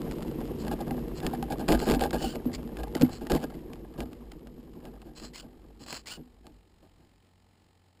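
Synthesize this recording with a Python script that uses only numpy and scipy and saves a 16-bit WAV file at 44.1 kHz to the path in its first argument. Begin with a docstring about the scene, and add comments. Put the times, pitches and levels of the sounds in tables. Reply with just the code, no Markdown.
"""A model plane rolls out over rough asphalt and stops, heard by a camera just behind its nose wheel.
Road stones drum on the hollow airframe, bumps thud and shake the landing gear into clatter,
the strut knocks and grit ticks against the gear. The steering servo's teeth whirr in short runs and
buzz while it holds still; that buzz and faint outdoor air are left when the plane stands."""
import sys
import numpy as np
from scipy import signal
from scipy.fft import rfft, irfft
from scipy.io import wavfile

SR = 44100
rng = np.random.default_rng(int(sys.argv[2]) if len(sys.argv) > 2 else 0)


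def master(y):
    """Save y as 16-bit WAV."""
    cut = np.clip(np.atleast_2d(y).T, -1, 1)
    pcm = np.round(cut * 32767)  # scale
    wavfile.write(sys.argv[1], SR, pcm.astype(np.int16))


N = 352800
TIME = np.arange(N) / SR

# Light air over the fields. Each row: frequency in Hz, relative level in dB.
AIR_SPECTRUM = [(20, -13), (44, -2.5), (290, -6.5), (620, -16), (1500, -22.5), (5000, -32), (15000, -37)]
# Hum of the holding servo. Each row: multiple of the control frame rate, level in dB.
HUM_PARTIALS = [(2, -65.5), (4, -77), (10, -82), (17, -80), (18, -80), (19, -80), (20, -83), (23, -87),
                (38, -86), (39, -89), (40, -88), (90, -88), (110, -89)]
# Ring of the servo case. Each row: pitch in Hz, width in Hz, relative level in dB.
CASE_MODES = [(860, 1700, -4.5), (1700, 320, -2.5), (2800, 880, -6), (5030, 1020, -3)]
# Whine of the servo gears. Each row: multiple of the tooth rate, relative level in dB.
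WHINE_PARTIALS = [(1, -5), (2, 0), (3, -7)]
# Steering runs. Each row: start in seconds, length in seconds, level in dB, settled tooth rate in Hz.
STEERING_RUNS = [(0.582, 0.054, -53, 620), (1.144, 0.061, -50.5, 610), (1.762, 0.17, -46.5, 613),
                 (2.169, 0.2, -43.5, 1480), (2.527, 0.046, -42, 1120), (3.097, 0.11, -50.5, 561),
                 (5.145, 0.17, -50, 567), (5.332, 0.059, -46.5, 1000), (5.37, 0.07, -51, 1450),
                 (5.791, 0.08, -55, 512), (5.855, 0.17, -43.5, 556), (6.057, 0.05, -43, 1100),
                 (6.092, 0.09, -44, 1440)]
# Tone of a hard contact on the landing gear. Each row: frequency in Hz, relative level in dB.
CRACK_SPECTRUM = [(310, -22), (820, 5.9), (2750, 3.5), (3750, -1.5), (5050, -1.5), (7050, -12.5)]
# Ring of the landing gear and its mount. Each row: pitch in Hz, width in Hz, relative level in dB.
GEAR_MODES = [(580, 123, 3.5), (655, 48, 7.5), (769, 60, 5.5), (861, 28, 5.5), (990, 290, -6.5),
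              (1218, 21.5, -3.5), (1630, 70, -4)]
# Stones that snap from under the tyre or strike the gear. Each row: start in seconds, strength in dB.
STONE_HITS = [(0.112, -19.5), (0.6812, -17), (0.909, -19), (1.203, -20), (1.2661, -8), (1.3394, -25),
              (1.4267, -17), (1.523, -17), (1.6869, -5.5), (1.7219, -5.5), (1.7269, -8.5), (1.8015, -13.5),
              (1.8752, -20), (1.8883, -10.5), (1.8995, -8.5), (1.911, -8.5), (1.919, -8), (1.9394, -13),
              (1.948, -12), (1.9949, -16), (2.011, -9.5), (2.038, -10.5), (2.108, -15.5), (2.132, -15),
              (2.357, -20), (2.7703, -21.5), (2.835, -28), (2.9514, -11), (3.013, -11.5), (3.0208, -8),
              (3.2695, -20), (3.3195, -7.5), (3.3508, -15.5), (3.44, -19.5), (3.7335, -23.5),
              (4.005, -14.5), (4.1317, -28.5), (4.3186, -25), (4.4717, -30), (4.854, -27), (5.018, -30.5),
              (5.8634, -26.5), (5.9275, -13.5), (6.468, -28)]
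# Ring of the wheel strut. Each row: multiple of its pitch, width in Hz, relative level in dB.
STRUT_MODES = [(1, 34.3, 5.5), (2.02, 60, -18)]
# Hollow knocks of the strut. Each row: start in seconds, peak level in dB, pitch in Hz.
STRUT_KNOCKS = [(0.191, -35, 602), (0.67, -33, 840), (0.712, -27, 810), (0.805, -29.5, 800),
                (0.877, -34, 720), (0.909, -26, 785), (1.335, -24.5, 779), (1.427, -25.5, 787),
                (1.505, -27, 794), (1.524, -24.5, 818), (1.612, -30, 807), (1.826, -26.5, 783),
                (2.02, -19, 785), (2.057, -22.5, 816), (2.135, -29, 783), (2.241, -24, 775),
                (2.873, -36, 844)]
# Hollow ring of the tyre. Each row: pitch in Hz, width in Hz, relative level in dB.
TYRE_MODES = [(152, 14, -12), (247, 9, 0), (318, 16, -11)]
# Boom of the hollow airframe. Each row: pitch in Hz, width in Hz, relative level in dB.
AIRFRAME_MODES = [(90.4, 4.6, 2), (142.7, 32.6, 1.5), (198, 28, -21), (207.2, 9.8, -2), (242.7, 30, 4.5),
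                  (286.3, 42, 4.5), (335.3, 101, 3), (411.6, 34.5, 0.5), (459.7, 44.3, -2.5)]
# Bumps under the wheel. Each row: start in seconds, length in seconds, thud strength in dB,
# clatter in dB relative to that strength.
ROAD_BUMPS = [(0.637, 0.052, -31, -12.5), (0.713, 0.028, -27.5, -6), (0.805, 0.013, -29.5, -5.5),
              (0.864, 0.049, -31.5, -22), (1.227, 0.053, -27.5, -10), (1.331, 0.0092, -26, -10),
              (1.502, 0.04, -27.5, -7.5), (1.594, 0.028, -29, -7), (1.682, 0.065, -17.5, -7.5),
              (1.814, 0.027, -25, -8), (1.868, 0.059, -18, -11.5), (1.928, .036, -23.5, -7),
              (2.008, 0.058, -24, -5.5), (2.13, 0.037, -24.5, -4.5), (2.21, 0.055, -29.5, -8.5),
              (2.349, 0.018, -30, -6), (2.454, 0.0057, -24.5, -25), (2.787, 0.028, -36, -4),
              (2.833, 0.0091, -29.5, -3), (2.947, .011, -20.5, -18.5), (3.011, 0.01956, -15, -17),
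              (3.21, 0.028, -32, -10.5), (3.299, 0.052, -19, -9.5), (3.353, 0.012, -21, -13),
              (3.428, 0.02, -26, -9), (3.546, .02, -37.5, -16), (3.979, 0.059, -31, -11),
              (4.113, .015, -39, -16), (4.562, .012, -43, -22), (4.751, 0.021, -41, -17),
              (4.839, 0.051, -40, -11.5), (5.053, 0.046, -41, -15.5), (5.208, 0.043, -40, -13),
              (5.429, 0.034, -41, -14.5), (5.802, 0.017, -41, -12), (6.171, 0.032, -39, -18),
              (6.442, 0.068, -51, -9), (6.825, 0.041, -55, -5), (6.989, 0.065, -58, -12)]
# The camera's filter ahead of its sampling. Each row: frequency in Hz, gain in dB.
CAMERA_EQ = [(2000, -2.5), (5150, 0), (5660, -2), (6000, -10)]

SERVO_FRAME_HZ = 45.46  # rate of the servo's control kicks
STONE_LOW_HZ, STONE_HIGH_HZ = 800, 2200  # pitch range of flying stones
STOP_S = 7.84  # the plane slows evenly until this time
GRAVEL_S, GRAVEL_HALF_S = 2.65, 1  # middle and half length of a stretch of loose gravel


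def undb(db):
    """Decibels to gain."""
    return 10 ** (np.asarray(db) / 20)


def unit(x):
    """Scale to an energy of one."""
    return x / np.sqrt(np.sum(x ** 2) + 1e-18)


def level(x, db):
    """Scale to an rms level."""
    return unit(x) * np.sqrt(len(x)) * undb(db)


def add(track, s, sound):
    """Mix a sound in at s seconds."""
    start = max(int(s * SR), 0)
    track[start:start + len(sound)] += sound[:max(N - start, 0)]


def through(x, response):
    """Pass a sound through an impulse response."""
    return signal.fftconvolve(x, response)[:len(x)]


def ring(modes, size=8192):
    """Response of a struck body: decaying modes, neighbours in opposite phase."""
    t = np.arange(size) / SR
    return unit(sum((-1) ** k * undb(db) * width * np.exp(-np.pi * width * t) * np.sin(2 * np.pi * hz * t)
                    for k, (hz, width, db) in enumerate(modes)))


def colour(points, size=4096):
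    """Minimum-phase response with the given spectrum."""
    hz, db = np.transpose(points)
    bins = np.maximum(np.fft.rfftfreq(size, 1 / SR), 1)
    gain = undb(np.interp(np.log(bins), np.log(hz), db))
    cepstrum = irfft(np.log(gain))
    cepstrum[1:size // 2] *= 2
    cepstrum[size // 2 + 1:] = 0
    return irfft(np.exp(rfft(cepstrum)))


def walk(rate_hz):
    """Random drift with a spread near one."""
    knots = rng.standard_normal(N)
    return np.interp(TIME * rate_hz, np.arange(N), knots)


def grains(rate_hz, spread_db):
    """Random impacts of uneven size, rms one."""
    hit = rng.random(N) < rate_hz / SR
    size = undb(spread_db * np.clip(rng.standard_normal(N), -2, 2))
    return level(hit * size * rng.choice([-1, 1], N), 0)


def contact(tail_db, t60_s, size=2048):
    """A hard tick: a crack and the brief scatter that follows it in the gear."""
    decay = np.exp(-np.log(1000) * np.arange(size) / SR / t60_s)
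    tick = undb(tail_db) * unit(rng.standard_normal(size) * decay)
    tick[0] += 1
    return unit(through(tick, colour(CRACK_SPECTRUM)))


def pings(blows, low_hz, high_hz, width_hz=90):
    """Every struck stone rings briefly at a random pitch of its own."""
    out = np.zeros(N)
    pitch_hz = low_hz * (high_hz / low_hz) ** rng.random(N)
    for i in np.flatnonzero(blows):
        add(out, i / SR, blows[i] * ring([(pitch_hz[i], width_hz, 0)], size=1024))
    return out


def air():
    """A faint, wavering bed of outdoor air."""
    rush = through(rng.standard_normal(N), colour(AIR_SPECTRUM))
    return level(rush * undb(2.3 * walk(15)), db=-65)


def servo_case(slack, rattle_hz=4093):
    """Response of the servo case; slack teeth also set a narrow rattle ringing."""
    rattle = slack * undb(-1) * ring([(rattle_hz, 150, 0)])
    return unit(ring(CASE_MODES) + rattle)


def servo_hold():
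    """The holding servo gets a short kick every control frame: a hum, and a rustle of the teeth."""
    phase = TIME * SERVO_FRAME_HZ % 1 - .5
    hum = sum(undb(db) * np.sqrt(2) * np.cos(2 * np.pi * k * phase) for k, db in HUM_PARTIALS)
    # the teeth rock through nearly the same contacts each time
    backlash = rng.standard_normal(1024)
    repeating = np.interp(phase, np.linspace(-.5, .5, len(backlash)), backlash)
    kick = np.exp(-np.abs(phase) / .22)
    drive = kick * (repeating + undb(-2) * rng.standard_normal(N))
    case_buzz = level(through(drive, servo_case(slack=.25)), db=-75.5)
    rustle = level(through(drive, ring([(2130, 3300, 0)])), db=-78)
    return hum + case_buzz + rustle


def servo_runs(hunt_hz=9.5, settle_s=.07):
    """Teeth click into the case: a slow run is kicked every control frame and rasps, a fast one whines."""
    out = np.zeros(N)
    grip = undb(5 * walk(130))  # the whine comes in scraps as the teeth grip and slip
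    wobble, uneven = walk(600), undb(3 * walk(1100))
    rasp = grains(900, spread_db=4)
    kick = -np.cos(2 * np.pi * SERVO_FRAME_HZ * TIME)
    drag, snag = walk(45), walk(110)
    for s, length, db, settled_hz in STEERING_RUNS:
        span = slice(int(s * SR), int((s + length) * SR))
        t = TIME[span] - s
        # the motor starts slow and overshoots its speed before it settles
        hunt = .06 * np.exp(-t / settle_s) * np.cos(2 * np.pi * hunt_hz * t)
        tooth_hz = settled_hz * (1 - hunt + .025 * drag[span])
        slack = np.clip(1 - settled_hz / 1560, 0, 1)
        jitter = (.035 + .2 * slack) * wobble[span]
        tooth_phase = np.cumsum(tooth_hz * (1 + jitter)) / SR
        clicks = np.sinc((tooth_phase % 1 - .5) * SR / tooth_hz) * uneven[span]
        mesh = level(clicks - clicks.mean(), 0) + 1.4 * rasp[span]
        swell = np.sin(np.pi * np.linspace(0, 1, len(t)) ** .75).clip(0) ** 1.4
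        effort = swell * undb(3.5 * slack * kick[span] + 2.8 * snag[span])
        whirr = signal.fftconvolve(mesh * effort, servo_case(slack))
        whine = sum(undb(tone_db) * np.sin(2 * np.pi * k * tooth_phase) for k, tone_db in WHINE_PARTIALS)
        whine_share = .33 * (1 - slack) ** 2
        gain = undb(db) * np.sqrt(len(t))
        add(out, s, gain * np.sqrt(1 - whine_share) * unit(whirr))
        add(out, s, gain * np.sqrt(whine_share) * unit(whine * effort * grip[span]))
    return out


def grit_spray(decay_s=.043):
    """Each bump throws up grit that patters on the gear for a moment."""
    thrown = np.zeros(N)
    fading = np.exp(-np.arange(SR // 2) / SR / decay_s)
    for s, length, thud_db, _ in ROAD_BUMPS:
        add(thrown, s + length, undb(thud_db - 25) * fading)
    blows = thrown * grains(150, spread_db=8.5)
    stones = pings(blows, STONE_LOW_HZ, STONE_HIGH_HZ)
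    patter = through(blows, contact(tail_db=3, t60_s=.051))
    return undb(-2) * (patter + stones) + undb(5) * through(blows, ring(GEAR_MODES))


def stone_ticks():
    """A stone cracks against the gear, rings it, knocks on the airframe and sounds its own short note."""
    cracks, blows = np.zeros(N), np.zeros(N)
    for s, db in STONE_HITS:
        add(blows, s, undb([db]))
        add(cracks, s, undb(db + 3.5) * contact(tail_db=-2, t60_s=.019))
    body = through(blows, ring(GEAR_MODES)) + undb(-1) * through(blows, ring(AIRFRAME_MODES))
    return cracks + body + undb(-5) * pings(blows, STONE_LOW_HZ, STONE_HIGH_HZ)


def strut_knocks(attack_s=.0007):
    """The strut knocks in its bearing: a hollow note that swells for an instant and dies away."""
    out = np.zeros(N)
    for s, db, pitch_hz in STRUT_KNOCKS:
        note = ring([(multiple * pitch_hz, width, mode_db) for multiple, width, mode_db in STRUT_MODES])
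        note *= 1 - np.exp(-np.arange(len(note)) / SR / attack_s)
        add(out, s, undb(db) * note / np.abs(note).max())
    return out


def leg_bounce(bounce_hz=52.3, width_hz=20):
    """The low end: the plane's weight swings on the springy leg, and that on the soft tyre."""
    spring = ring([(bounce_hz, width_hz, 0)])
    return unit(through(spring, spring))


def bumps(judder_hz=110, judder_db=4):
    """Each bump thuds in the airframe, swings the leg and clatters the gear; the tyre rings on."""
    out, tyre_rings = np.zeros(N), np.zeros(N)
    soft, hard = grains(1400, spread_db=2.3), grains(2000, spread_db=4)
    leg, gear, tyre = leg_bounce(), ring(GEAR_MODES), ring(TYRE_MODES)
    crack = contact(tail_db=-9.5, t60_s=.014)
    for s, length, thud_db, clatter_db in ROAD_BUMPS:
        span = slice(int(s * SR), int((s + length) * SR))
        press = np.linspace(1, .6, span.stop - span.start)
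        push = press * soft[span]
        knocks = unit(press * hard[span])
        knocks[0] += .25  # a first knock sharpens the attack
        # a gentle blow, cushioned by the tyre, rings mostly the low modes; a hard one is brighter
        cushion_db = np.clip(-.22 * (thud_db + 31) - .55 * (clatter_db + 10), -4, 7)  # per octave
        corner_hz = 310 if cushion_db > 0 else 120
        frame = ring([(hz, width, db - cushion_db * np.log2(max(hz, corner_hz)))
                      for hz, width, db in AIRFRAME_MODES])
        knock_db = thud_db + clatter_db
        swing_db = thud_db - 4 + 20 * np.log10(length / .096)  # short bumps swing the leg less
        tyre_db = thud_db - 8.5 - .85 * (clatter_db + 12)  # a blow goes into the tyre or into the gear
        layers = ((push, frame, thud_db - 2.6), (push, leg, swing_db),
                  (knocks, gear, knock_db), (knocks, crack, knock_db - 10))
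        length_gain = np.sqrt(len(press))
        for force, body, db in layers:
            add(out, s, undb(db) * length_gain * unit(signal.fftconvolve(force, body)))
        add(tyre_rings, s + length, undb(tyre_db) * length_gain * tyre)
    judder = undb(judder_db * walk(judder_hz))  # the road roughens the tyre's ring
    return out + tyre_rings * judder


def rolling():
    """The tyre drums over stone after stone, harder on the gravel, fading as the plane slows."""
    speed = np.clip(1 - TIME / STOP_S, 0, 1)
    gravel = np.exp(-((TIME - GRAVEL_S) / GRAVEL_HALF_S) ** 2)
    patch_db = 2 * (1 - speed) * walk(24)  # the slower the wheel, the lumpier the rumble
    load = speed ** 2.043 * undb(-30.5 + 1.5 * gravel + patch_db)
    sway = speed ** 1.28 * undb(-39 + 3 * gravel)
    drum = through(load * grains(620, spread_db=3.5), ring(AIRFRAME_MODES))
    # pebbles pressed under the tyre sound lower than flying stones
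    pebbles = pings(load * grains(120, spread_db=3), low_hz=450, high_hz=1200)
    crunch = sum(through(load * grains(910, spread_db=-1.5), contact(tail_db=1, t60_s=.0073))
                 for _ in range(3))
    knocks = through(load * grains(22, spread_db=3), ring(GEAR_MODES))
    grit = through(load * grains(18, spread_db=3), contact(tail_db=-4, t60_s=.014))
    bounce = through(sway * grains(700, spread_db=2.5), leg_bounce())
    texture = undb(-18.5) * pebbles + undb(-29) * crunch + undb(-16.5) * knocks + undb(-27) * grit
    return undb(-1.25) * drum + bounce + texture


def scene():
    """Wheel, servo and air in one close mono mix, without any echo."""
    wheel = rolling() + bumps() + strut_knocks() + grit_spray() + stone_ticks()
    return (wheel + servo_runs() + servo_hold() + air())[None]


def record(dry, sample_hz=12000, top_hz=15300):
    """The camera filters the sound and holds each coarse sample, mirroring it into a treble sizzle."""
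    filtered = through(dry[0], colour(CAMERA_EQ))
    samples = signal.resample(filtered, N * sample_hz // SR)
    steps = signal.resample(np.repeat(samples, 4), N)
    high_cut = signal.ellip(8, .2, 70, top_hz, fs=SR, output="sos")
    return signal.sosfilt(high_cut, steps)[None]


dry = scene()
out = record(dry)
master(out)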